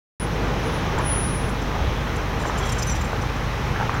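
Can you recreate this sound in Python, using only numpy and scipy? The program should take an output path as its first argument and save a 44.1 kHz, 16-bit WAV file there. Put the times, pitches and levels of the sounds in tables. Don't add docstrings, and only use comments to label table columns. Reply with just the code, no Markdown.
import sys
import numpy as np
from scipy import signal
from scipy.io import wavfile

SR = 44100
rng = np.random.default_rng(int(sys.argv[2]) if len(sys.argv) > 2 else 0)


def to_wav(sig):
    pcm = np.clip(np.atleast_2d(sig), -1, 1) * 32767
    pcm = np.round(pcm).astype(np.int16)
    wavfile.write(sys.argv[1], SR, pcm.T)


N = 176400
T = np.arange(N) / SR

# t/s, firing rate/Hz, level/dB
IDLE_FIRING = [(0.25, 50.9, -31), (0.48, 50.9, -28), (0.61, 50.38, -32), (1.54, 50.4, -29.5),
               (1.83, 49.04, -30), (2.48, 48.77, -33), (2.59, 49.28, -29.5), (3.0, 49.12, -32),
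               (3.76, 48.85, -32), (4.0, 46.63, -41)]
# multiple of the firing rate, level/dB
IDLE_OVERTONES = [(2, -37.5), (3, -40)]
# f/Hz, level/dB
QUEUE_HUMS = [(67.5, -40.5), (119.5, -36), (186, -43.5)]
# t/s, f/Hz, level/dB
EXHAUST_NOTE = [(.2, 162.5, -37), (.87, 162, -35), (1.1, 149, -38), (1.5, 124, -40), (1.9, 118, -46)]
# t/s, level/dB
BRAKE_LEVEL = [(.2, -38), (.236, -37), (.284, -67), (.55, -78), (.675, -48), (.715, -59), (.745, -46),
               (.92, -82), (1.0, -60), (1.07, -31), (1.11, -27), (1.27, -33), (1.32, -38), (1.355, -35.5),
               (1.4, -42.5), (1.51, -52), (1.6, -78)]
# t/s, f/Hz
BRAKE_PITCH = [(.24, 9848), (.7, 9815), (1.02, 9850), (1.22, 9828)]
# f/Hz, relative density/dB
RUMBLE_SPECTRUM = [(20, -4), (33, -9), (48, -7.5), (68, 8.5), (90, -1), (125, 2.5), (180, -3), (230, -7.5),
                   (400, -21)]
# t/s, level/dB
RUMBLE_ENVELOPE = [(.2, -36), (.9, -29.5), (1.6, -30), (1.9, -26.5), (2.15, -31), (2.7, -28), (3.1, -29),
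                   (4, -29)]
# f/Hz, relative density/dB
TYRE_SPECTRUM = [(150, -3.5), (220, 3.5), (320, 0), (470, 2), (630, -4.5), (830, -5), (1020, -2.5),
                 (1220, -4.5), (1450, -7), (1700, -7.5), (2300, -11), (2900, -14.5), (3350, -14.5),
                 (4000, -20), (4800, -26), (5900, -19.5), (7000, -20), (9100, -53)]
# t/s, level/dB, low-mid shelf/dB
TYRE_ENVELOPE = [(.2, -30, 0), (.4, -27, 0.5), (1.05, -26.5, -1.5), (1.55, -28.5, -2.5), (1.85, -27.5, -2),
                 (2.25, -28, -4.5), (2.55, -26.5, -4), (2.95, -27, -12.5), (3.15, -27.5, -4.5),
                 (3.55, -27.5, -9), (3.85, -26.5, -5), (4, -28, -7)]
# t/s, length/s, level/dB
TYRE_SWELLS = [(0.603, 0.79, -46.5), (1.7, 0.71, -44)]
# t/s, level/dB
THUMP_HITS = [(.96, -13), (1.441, -13), (1.821, -14)]
# t/s, length/s, level/dB, centre f/Hz
SCUFF_RUBS = [(0.967, 0.1, -29.5, 1160), (1.716, 0.13, -32.5, 790), (2.43, 0.065, -34, 1190),
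              (2.48, 0.33, -33.5, 1060), (3.809, 0.054, -26.5, 898), (3.907, 0.14, -30, 1330)]
# t/s, level/dB, pitch f/Hz
KNOCK_HITS = [(0.98, -14, 840), (.995, -11.5, 1020), (1.009, -14.5, 900), (1.018, -18, 990),
              (2.436, -17, 1630), (2.453, -14, 940), (2.458, -12.5, 603), (2.497, -9, 1020),
              (3.131, -11.5, 843), (3.236, -17, 1016), (3.76, -13.5, 1670), (3.800, -13, 810),
              (3.81, -9.5, 856), (3.828, -12, 850), (3.894, -7.5, 1120), (3.95, -14.5, 1308)]
# multiple of the pitch, level/dB, t60/s
KNOCK_RINGS = [(.66, -14, 0.0074), (1.0, -0.5, 0.011), (1.35, -10.5, 0.015), (1.75, -6.5, 0.011)]
# t/s, length/s, level/dB, centre f/Hz, sparkle level/dB
METAL_SCRAPES = [(0.983, 0.012, -40, 7250, -60), (1.489, 0.022, -47, 7450, -66),
                 (1.615, .025, -50, 7400, -70), (2.158, 0.021, -47, 6940, -62),
                 (2.385, 0.057, -49, 7000, -66), (2.412, 0.034, -48.5, 8350, -68),
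                 (2.45, 0.079, -45.5, 6440, -62), (2.572, 0.051, -43, 7180, -57),
                 (2.625, 0.032, -41, 3300, -66), (2.647, 0.058, -44, 7160, -59),
                 (2.688, 0.027, -38, 6100, -52), (2.717, 0.027, -36.5, 6700, -54),
                 (2.720, 0.016, -38.5, 8600, -62), (2.779, 0.044, -36.5, 6820, -66),
                 (2.821, 0.024, -32, 5705, -47), (2.865, .025, -45, 9100, -53),
                 (2.894, 0.021, -37.5, 5860, -53), (2.945, 0.048, -41.5, 6300, -57),
                 (3.009, 0.021, -41.5, 6760, -53), (3.036, 0.04, -48, 7800, -62),
                 (3.214, .03, -46, 6700, -68), (3.36, .015, -49, 7400, -70), (3.938, .02, -51, 7430, -70)]
METAL_RUSTLE = (2.53, 0.95, -54.5, 7000, -68)
# f/Hz, relative level/dB, t60/s
METAL_MODES = [(3340, 3, 0.035), (5140, -12, .02), (5450, -6, 0.022), (6045, 7.5, 0.027), (6650, -8, 0.02),
               (7350, 8.5, 0.019), (8700, -5, 0.025), (9340, -2, .025), (10400, -5, 0.035),
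               (11000, 2.5, 0.025)]
# t/s, length/s, level/dB, starting f/Hz
METAL_SQUEAKS = [(2.595, 0.26, -40, 3436), (2.867, 0.07, -30.5, 6080), (2.868, 0.1, -50, 10300),
                 (2.904, 0.056, -32.5, 5920), (2.907, 0.039, -34, 7410)]


def from_db(db):
    return 10 ** (np.asarray(db) / 20)


def rms_one(x):
    return x / np.sqrt(np.mean(x ** 2) + 1e-20)


def in_time(rows):
    t_s, *columns = np.transpose(rows)
    return [np.interp(T, t_s, column) for column in columns]


def cut(x, hz, kind, order=2):
    return signal.sosfilt(signal.butter(order, hz, kind, fs=SR, output="sos"), x)


def resonance(x, hz, q):
    return signal.lfilter(*signal.iirpeak(hz, q, fs=SR), x + 1e-18)


def drift(rate_hz):
    hop, settle = 40, 2000
    pole = np.exp(-2 * np.pi * rate_hz * hop / SR)
    white = rng.standard_normal(N // hop + settle + 2)
    slow = signal.lfilter([1], [1, -2 * pole, pole * pole], white)[settle:]
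    return np.interp(np.arange(N) / hop, np.arange(len(slow)), rms_one(slow))


def turning(hz):
    return 2 * np.pi * (np.cumsum(hz) / SR + rng.random())


def ring(drive, hz, t60_s):
    r, w = from_db(-60 / (t60_s * SR)), 2 * np.pi * hz / SR
    return signal.lfilter([0, np.sin(w)], [1, -2 * r * np.cos(w), r * r], drive + 1e-18)


def clicks_at(t_s, gain):
    return np.bincount((np.ravel(t_s) * SR).astype(int), np.ravel(gain), N)[:N]


def swell(t_s, length_s, skew=0.52):
    return np.sin(np.pi * np.clip((T - t_s) / length_s, 0, 1) ** skew) ** 2


def banded_noise(spectrum, flicker_db, flicker_hz):
    hz, db = np.transpose(spectrum)
    edges_hz = 16 * 2 ** (np.arange(30) / 3)
    white, out = rng.standard_normal((2, N)), 0
    for k, (low, high) in enumerate(zip(edges_hz, edges_hz[1:])):
        offset_db = flicker_db * drift(flicker_hz)
        if high > hz[0] and low < hz[-1]:
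            band_db = np.interp(np.log(low * high) / 2, np.log(hz), db)
            out += from_db(band_db + offset_db) * cut(white[k % 2], [low, high], "band")
    return rms_one(out)


def idling_engine(firing_gain_db=1, waver_db=1, jitter=0.0045):
    hz, db = in_time(IDLE_FIRING)
    phase = turning(hz * (1 + jitter * drift(3.7)))
    note = from_db(db + firing_gain_db) * np.sin(phase)
    for k, overtone_db in IDLE_OVERTONES:
        gain = from_db(overtone_db + waver_db * drift(1.05))
        note += gain * np.sin(k * phase + 2 * np.pi * rng.random())
    return np.sqrt(2) * note


def queueing_engines(waver_db=2, jitter=0.0114):
    hum = 0
    for hz, db in QUEUE_HUMS:
        gain = from_db(db + waver_db * drift(2.1))
        hum += gain * np.sin(turning(hz * (1 + jitter * drift(2.77))))
    return np.sqrt(2) * hum


def slowing_car(end_s=2.2, fade_s=0.2):
    hz, db = in_time(EXHAUST_NOTE)
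    fade = np.clip((end_s - T) / fade_s, 0, 1)
    return np.sqrt(2) * from_db(db + drift(5.8)) * np.sin(turning(hz)) * fade


def brake_squeal(flutter_hz=19.5, flutter_db=1.3, wander_hz=4):
    db, = in_time(BRAKE_LEVEL)
    hz, = in_time(BRAKE_PITCH)
    flutter = np.sin(turning(flutter_hz * (1 + 0.14 * drift(4.7))))
    tone = np.sin(turning(hz + wander_hz * drift(14)))
    return np.sqrt(2) * from_db(db + flutter_db * flutter) * tone


def traffic_rumble(throb_hz=30.85, throb_depth=0.27):
    db, = in_time(RUMBLE_ENVELOPE)
    throb = 1 + throb_depth * np.sin(turning(throb_hz * (1 + 0.022 * drift(1.74))))
    return from_db(db) * throb * banded_noise(RUMBLE_SPECTRUM, flicker_db=-0.5, flicker_hz=26)


def tyre_noise(top_hz=6290, shelf_hz=620, peak_mix_db=-5):
    db, shelf_db = in_time(TYRE_ENVELOPE)
    rush = banded_noise(TYRE_SPECTRUM, flicker_db=0.75, flicker_hz=8.3)
    rush = cut(rush, top_hz, "low", order=6)
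    rush += (from_db(shelf_db) - 1) * cut(rush, shelf_hz, "low", order=1)
    rush += from_db(peak_mix_db) * resonance(rush, hz=812, q=6.9)
    return from_db(db) * rush


def tyre_hiss(centre_hz=3370):
    noise = cut(rng.standard_normal(N), centre_hz, "low", order=4)
    hiss = rms_one(resonance(noise, centre_hz, q=6.9))
    return hiss * sum(from_db(db) * swell(t_s, length_s) for t_s, length_s, db in TYRE_SWELLS)


def thumps():
    t_s, db = np.transpose(THUMP_HITS)
    return ring(clicks_at(t_s, from_db(db)), hz=80.6, t60_s=0.063)


def scuffs(band_hz=(430, 1850)):
    rub = cut(rng.standard_normal(N), band_hz, "band")
    return sum(from_db(db) * swell(t_s, length_s) * rms_one(resonance(rub, hz, q=2))
               for t_s, length_s, db, hz in SCUFF_RUBS)


def knocks(band_hz=(430, 1850)):
    rings = 0
    for t_s, db, hz in KNOCK_HITS:
        for k, (ratio, mode_db, t60_s) in enumerate(KNOCK_RINGS):
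            rings += (-1) ** k * ring(clicks_at(t_s, from_db(db + mode_db)), hz * ratio, t60_s)
    return cut(rings, band_hz, "band", order=3)


def metal_ring(drive, spread_db=7.5, detune=0.025):
    rings = 0
    for hz, db, t60_s in METAL_MODES:
        gain = from_db(db + spread_db * rng.standard_normal())
        rings += gain * ring(drive, hz * (1 + detune * rng.uniform(-1, 1)), t60_s)
    return rms_one(rings)


def jingle(slips_per_s=7000, slip_spread_db=3, ring_db=-1.5, grit_db=-4.5, sparkle_hz=13450):
    size = 32000
    out = np.zeros(N + size)
    for t_s, length_s, db, hz, sparkle_db in METAL_SCRAPES + [METAL_RUSTLE]:
        span = slice(int(t_s * SR), int(t_s * SR) + size)
        envelope = np.pad(swell(t_s, length_s), (0, size))[span]
        strengths = rng.choice([-1, 1], size) * from_db(slip_spread_db * rng.standard_normal(size))
        slips = (rng.random(size) < slips_per_s / SR) * strengths * envelope
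        grit = resonance(slips, hz, q=4.5)
        body = from_db(ring_db) * metal_ring(grit) + from_db(grit_db) * rms_one(grit)
        sparkle = rms_one(resonance(resonance(slips, sparkle_hz, q=7), sparkle_hz, q=7))
        length_gain = np.sqrt(length_s * SR / size)
        out[span] += length_gain * (from_db(db) * body + from_db(sparkle_db) * sparkle)
    return cut(out[:N], hz=13900, kind="low", order=5)


def squeaks(rough_db=3.5, rough_hz=180, jitter_hz=69, sag_hz_per_s=1900):
    out = 0
    for t_s, length_s, db, hz in METAL_SQUEAKS:
        envelope = from_db(db + rough_db * drift(rough_hz)) * swell(t_s, length_s)
        sag_hz = sag_hz_per_s * np.clip(T - t_s, 0, length_s)
        out += envelope * np.sin(turning(hz + jitter_hz * drift(160) - sag_hz))
    return out


def scene():
    vehicles = idling_engine() + queueing_engines() + slowing_car() + brake_squeal()
    road = traffic_rumble() + tyre_noise() + tyre_hiss()
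    nearby = thumps() + scuffs() + knocks() + jingle() + squeaks()
    return (vehicles + road + nearby)[None]


def record(dry, hiss_db=-51.5, notch_hz=7950, notch_q=86, start_s=0.198, cutoff_hz=15800):
    x = dry + from_db(hiss_db) * rng.standard_normal(N)
    x = signal.lfilter(*signal.iirnotch(notch_hz, notch_q, fs=SR), x)
    x *= T >= start_s
    return signal.sosfilt(signal.ellip(12, .1, 90, cutoff_hz, fs=SR, output="sos"), x)


dry = scene()
out = record(dry)
to_wav(out)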